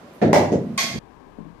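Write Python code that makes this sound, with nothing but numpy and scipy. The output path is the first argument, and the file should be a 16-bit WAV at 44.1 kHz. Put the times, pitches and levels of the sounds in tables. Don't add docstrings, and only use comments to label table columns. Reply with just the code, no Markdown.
import sys
import numpy as np
from scipy import signal
from scipy.fft import rfft, irfft
from scipy.io import wavfile

SR = 44100
rng = np.random.default_rng(int(sys.argv[2]) if len(sys.argv) > 2 else 0)


def unload_audio(sound):
    columns = np.transpose(np.atleast_2d(sound))
    steps = np.round(np.clip(columns, -1, 1) * 32767)
    wavfile.write(sys.argv[1], SR, steps.astype(np.int16))


N = 70560

# frequency in Hz, T60 in seconds before each blow's scaling.
WALL_T60_S = [(70, 0.98), (170, 0.75), (400, 0.53), (900, 0.42), (2000, 0.42), (5000, 0.38), (9000, 0.35),
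              (15000, 0.25)]
# frequency in Hz, correlation from -1 to 1.
STEREO_CORRELATION = [(60, 1), (150, 1), (350, .82), (700, 0.6), (1300, 0), (15000, 0)]
# frequency in Hz, left minus right in dB.
BALANCE_DB = [(60, 1.5), (200, -2.5), (380, 2.3), (700, -2), (2300, -2), (4400, -4), (6500, -7),
              (9000, 5.5), (15000, 0)]
# frequency in Hz, gain in dB.
RIGHT_GAIN_DB = [(30, 17.5), (80, -13.5), (180, -30), (700, -33.5), (2000, -22), (5000, -14), (10000, -16),
                 (15000, -2)]

# frequency in Hz, relative density in dB.
NOISE_SPECTRUM_DB = [(18, -67), (30, -19), (240, -3), (281, -4), (364, -4.5), (460, -8.5), (581, -4),
                     (881, -12), (978, -9.5), (1560, -17), (15000, -43)]
QUIET_SPECTRUM_DB = [(18, -53), (30, -8), (89, -4), (260, 1), (404, -5), (448, -5.5), (662, -10.5),
                     (735, -8), (1060, -5.5), (1410, -19.5), (1650, -13.5), (1870, -20.5), (15000, -48.5)]

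# frequency in Hz, relative density in dB.
PITCH_SPECTRUM_DB = [(40, -48.5), (90, -9.5), (160, 2), (450, 0), (700, -3), (1100, -25), (1700, -20),
                     (3000, -33.5), (6500, -45), (9500, -58), (15000, -73)]
THUD_SPECTRUM_DB = [(40, -31), (100, -13), (160, -1.5), (240, -2), (500, -1), (700, -10), (1000, -24.5),
                    (2500, -21.5), (5000, -11), (6600, -3), (9000, -15), (15000, -14)]
BAT_SPECTRUM_DB = [(40, -50.5), (90, -6.5), (160, -7.5), (350, -2), (620, 0.5), (900, -2), (1300, -18),
                   (2100, -12.5), (3000, -27.5), (6000, -25), (8000, -33), (10500, -38.5), (15000, -38)]
SNAP_SPECTRUM_DB = [(200, -34), (1200, -4.5), (2000, 9.5), (3500, -39), (6500, -9.5), (9000, -22),
                    (15000, -21)]
METAL_SPECTRUM_DB = [(100, -41), (400, -11), (650, -0.5), (1300, -7), (2200, 6), (2900, -5), (3400, -1.5),
                     (6500, -2.5), (7600, -9), (8500, -7.5), (10000, -18.5), (13000, -10.5), (15000, -31)]
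TICK_SPECTRUM_DB = [(200, -44), (3000, -26), (7300, -9), (8400, 16), (9800, -21), (15000, -16)]
KNOCK_SPECTRUM_DB = [(40, -41), (110, -20), (170, 2.5), (220, -1.5), (300, -7), (450, -16.5), (800, -24),
                     (3000, -49), (15000, -88)]

# frequency in Hz, relative level in dB, T60 in seconds.
FLOOR_MODES = [(156.6, -3.5, 0.94), (217, 4, 0.19), (411, 10, 0.23), (600, 5.5, 0.33), (1775, 2, 0.059),
               (2390, -9, .17)]
ROOM_MODES = [(204.85, -2, 0.43), (236.3, -0.5, .35)]
BAT_MODES = [(155.25, -3.5, .9), (258.7, -3, .55), (596, 7, 0.53), (694, -6.5, 0.83), (863, 4.5, 0.44),
             (890, -7, 0.34), (1930, -12, 0.62)]
METAL_MODES = [(679, -8, .9), (1080, -1, .18), (1112, -1, .18), (1097, -2, .45), (1516, -11, .7),
               (2005, -6, .5), (2103, 2, .5), (2140, -2, .45), (2326, -7, .5), (2410, -6, .5),
               (2444, -3, .45), (3185, -8, .6), (3255, -9, .6), (3380, -9, .7), (4402, -2, .55),
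               (4463, -6, .6), (4670, -7, .8), (5015, -11, .8), (6780, -11, .25), (8450, -10, .1)]

# start in seconds, level in dB, treble corner in Hz, relative boom in dB.
THUDS = [(.243, -23, 200, -1.5), (.52, -16.5, 833, -7.5), (.61, -34, 200, -1), (.688, -38.5, 256, 6.5),
         (.815, -39, 188, -0.5), (.88, -39.5, 130, -10.5), (.937, -29, 140, -33)]
# start in seconds, level in dB.
KNOCKS = [(1.385, -34), (1.446, -37.5)]

CONTACT_S, SCATTER_DB, BASS_LAG_CYCLES = 0.0023, 2.5, 0.89
RIPPLE_DB, RIPPLE_SPACING_HZ, RIPPLE_MIDPOINT_HZ = 3, 90, 1500
CUT_S, CUT_FADE_S = 0.99, 0.0056
TIME_S = np.arange(N) / SR
FREQ_HZ = np.arange(N + 1) * SR / (2 * N)


def undb(db):
    return 10 ** (np.asarray(db) / 20)


def curve(table, hz=FREQ_HZ):
    knots_hz, values = np.array(table, float).T
    return np.interp(np.log(np.maximum(hz, 1)), np.log(knots_hz), values)


def filtered(x, response):
    return irfft(rfft(x, 2 * N) * response)[..., :N]


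def minimum_phase(gain_db):
    cepstrum = irfft(np.log(undb(gain_db)))
    cepstrum[1:N] *= 2
    cepstrum[N + 1:] = 0
    return np.exp(rfft(cepstrum))


def place(x, start_s, level_db):
    x = x * undb(level_db) / np.sqrt(np.mean(x[:, :SR // 20] ** 2))
    return np.pad(x, ((0, 0), (int(start_s * SR), 0)))[:, :N]


def diffuse_noise():
    correlation = np.clip(curve(STEREO_CORRELATION), -.99, .99)
    gains = np.sqrt([(1 + correlation) / 2, (1 - correlation) / 2])
    mid, side = filtered(rng.standard_normal((2, N)), gains)
    return np.array([mid + side, mid - side])


def room_response(direct_db, t60_scale, build_s):
    grain = np.repeat(rng.standard_normal(N // 32 + 1), 32)[:N]
    early_scatter = undb(SCATTER_DB * grain * np.exp(-TIME_S / 0.037))
    spectrum = rfft(diffuse_noise() * early_scatter, 2 * N)
    centres_hz = 45 * 2 ** np.arange(0, 9, .5)
    echoes = 0
    for hz, selector in zip(centres_hz, np.eye(len(centres_hz))):
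        weight = np.interp(FREQ_HZ, centres_hz, selector)
        build = 1 - np.exp(-TIME_S / (build_s + BASS_LAG_CYCLES / hz))
        t60_s = t60_scale * curve(WALL_T60_S, hz)
        envelope = build * np.exp(-np.log(1000) * TIME_S / t60_s)
        band = irfft(spectrum * weight)[:, :N] * envelope
        echoes += band * np.sqrt(np.mean(weight ** 2) * np.mean(envelope ** 2) / np.mean(band ** 2))
    echoes /= np.sqrt(np.sum(echoes ** 2) / 2)
    burst = diffuse_noise() * np.exp(-(TIME_S / CONTACT_S) ** 4)
    return echoes + undb(direct_db) * burst / np.sqrt(np.sum(burst ** 2) / 2)


def blow(spectrum_db, direct_db, t60_scale, build_s):
    knots_hz = np.arange(0, SR / 2, RIPPLE_SPACING_HZ)
    ripple = np.interp(FREQ_HZ, knots_hz, rng.standard_normal(len(knots_hz)))
    ripple *= np.clip(FREQ_HZ / RIPPLE_MIDPOINT_HZ - .5, 0, 1)
    body = minimum_phase(spectrum_db + RIPPLE_DB * ripple)
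    return filtered(room_response(direct_db, t60_scale, build_s), body)


def ringing(modes, waver, rise_s):
    knots_s = np.linspace(0, TIME_S[-1], 70)
    total = 0
    for hz, level_db, t60_s in modes:
        draws = rng.standard_normal((2, 2, len(knots_s)))
        wander = np.array([np.interp(TIME_S, knots_s, real + 1j * imag) for real, imag in draws])
        offset_cycles = (2 * rng.random() - 1) * (1 - curve(STEREO_CORRELATION, hz)) / 2
        phasors = np.exp(2j * np.pi * (rng.random() + np.array([[0], [offset_cycles]])))
        tone = np.exp((2j * np.pi * hz - np.log(1000) / t60_s) * TIME_S)
        total += undb(level_db) * ((1 + waver * wander) * phasors * tone).imag
    return total * (1 - np.exp(-TIME_S / rise_s))


def room_noise(spectrum, level_db):
    noise = filtered(diffuse_noise(), undb(curve(spectrum)))
    return noise * undb(level_db) / np.sqrt(np.mean(noise ** 2))


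def clothing_swish(start_s, level_db, centre_hz):
    hump_db = -20 * np.log10(1 + (4 * np.log((FREQ_HZ + 1) / centre_hz)) ** 2)
    return place(blow(hump_db, direct_db=-25, t60_scale=1, build_s=0.0096), start_s, level_db)


def ball_pitch(start_s, level_db):
    thump = blow(curve(PITCH_SPECTRUM_DB), direct_db=-17.5, t60_scale=1, build_s=.005)
    ring = ringing(FLOOR_MODES, waver=0.22, rise_s=0.0059)
    return place(thump, start_s, level_db) + place(ring, start_s, level_db - 6.5)


def thud(start_s, level_db, corner_hz, boom_db):
    rolloff_db = 10 * np.log10(1 + (FREQ_HZ / corner_hz) ** 4)
    boom = ringing(ROOM_MODES, waver=0.061, rise_s=0.013)
    bump = blow(curve(THUD_SPECTRUM_DB) - rolloff_db, direct_db=-11, t60_scale=0.62, build_s=0.0067)
    return place(bump, start_s, level_db) + place(boom, start_s, level_db + boom_db)


def hard_contact(spectrum):
    burst = diffuse_noise() * np.exp(-(TIME_S / CONTACT_S) ** 2)
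    return filtered(burst, minimum_phase(curve(spectrum)))


def bat_stroke(start_s, level_db, flex_hz=855, flex_s=.0035, flex_db=-7.5):
    age_s = TIME_S - start_s
    window = np.abs(np.sin(np.pi * np.clip(age_s / flex_s, 0, 1))) ** .5
    flex = -np.sin(2 * np.pi * flex_hz * age_s) * window
    crack = blow(curve(BAT_SPECTRUM_DB), direct_db=-8.5, t60_scale=0.99, build_s=0.013)
    snap = hard_contact(SNAP_SPECTRUM_DB)
    ring = ringing(BAT_MODES, waver=.4, rise_s=0.017)
    return (undb(flex_db) * flex + place(snap, start_s, level_db - 22)
            + place(crack, start_s, level_db) + place(ring, start_s, level_db - 7.5))


def metal_clang(start_s, level_db):
    clash = blow(curve(METAL_SPECTRUM_DB), direct_db=-28, t60_scale=1.39, build_s=0.012)
    ring = ringing(METAL_MODES, waver=.6, rise_s=.0015)
    overtones = metal_overtones()
    tick = hard_contact(TICK_SPECTRUM_DB)
    return (place(clash, start_s, level_db + 2) + place(ring, start_s, level_db + 3)
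            + place(overtones, start_s, level_db - 7) + place(tick, start_s, level_db - 11.5))


def metal_overtones(count=40, low_hz=1900, high_hz=6800, spread_db=8, t60_s=.55):
    jitter, weakness = rng.random((count, 2)).T
    partials_hz = low_hz + (high_hz - low_hz) * (np.arange(count) + jitter) / count
    modes = [(hz, db, t60_s) for hz, db in zip(partials_hz, -spread_db * weakness)]
    return ringing(modes, waver=.4, rise_s=.002)


def floor_knock(start_s, level_db):
    knock = blow(curve(KNOCK_SPECTRUM_DB), direct_db=-3, t60_scale=0.3, build_s=0.0031)
    return place(knock, start_s, level_db)


def scene():
    shot = ball_pitch(start_s=.2155, level_db=-14.5)
    shot += bat_stroke(start_s=.3305, level_db=-12)
    shot += metal_clang(start_s=.777, level_db=-26)
    shot += clothing_swish(start_s=0.13, level_db=-63.5, centre_hz=11700)
    shot += sum(thud(*row) for row in THUDS)
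    shot += room_noise(NOISE_SPECTRUM_DB, level_db=-45)
    shot = filtered(shot, undb(np.array([[.5], [-.5]]) * curve(BALANCE_DB)))
    quiet = room_noise(QUIET_SPECTRUM_DB, level_db=-44.5)
    quiet += sum(floor_knock(*row) for row in KNOCKS)
    quiet[1] = filtered(quiet[1], undb(curve(RIGHT_GAIN_DB)))
    fade = np.clip((TIME_S - CUT_S) / CUT_FADE_S + .5, 0, 1)
    return shot * (1 - fade) + quiet * fade


def record(dry):
    ceiling, cutoff_hz = .9, 15400
    limited = dry / (1 + (np.abs(dry) / ceiling) ** 6) ** (1 / 6)
    return signal.sosfilt(signal.ellip(10, .2, 70, cutoff_hz, fs=SR, output="sos"), limited)


dry = scene()
out = record(dry)
unload_audio(out)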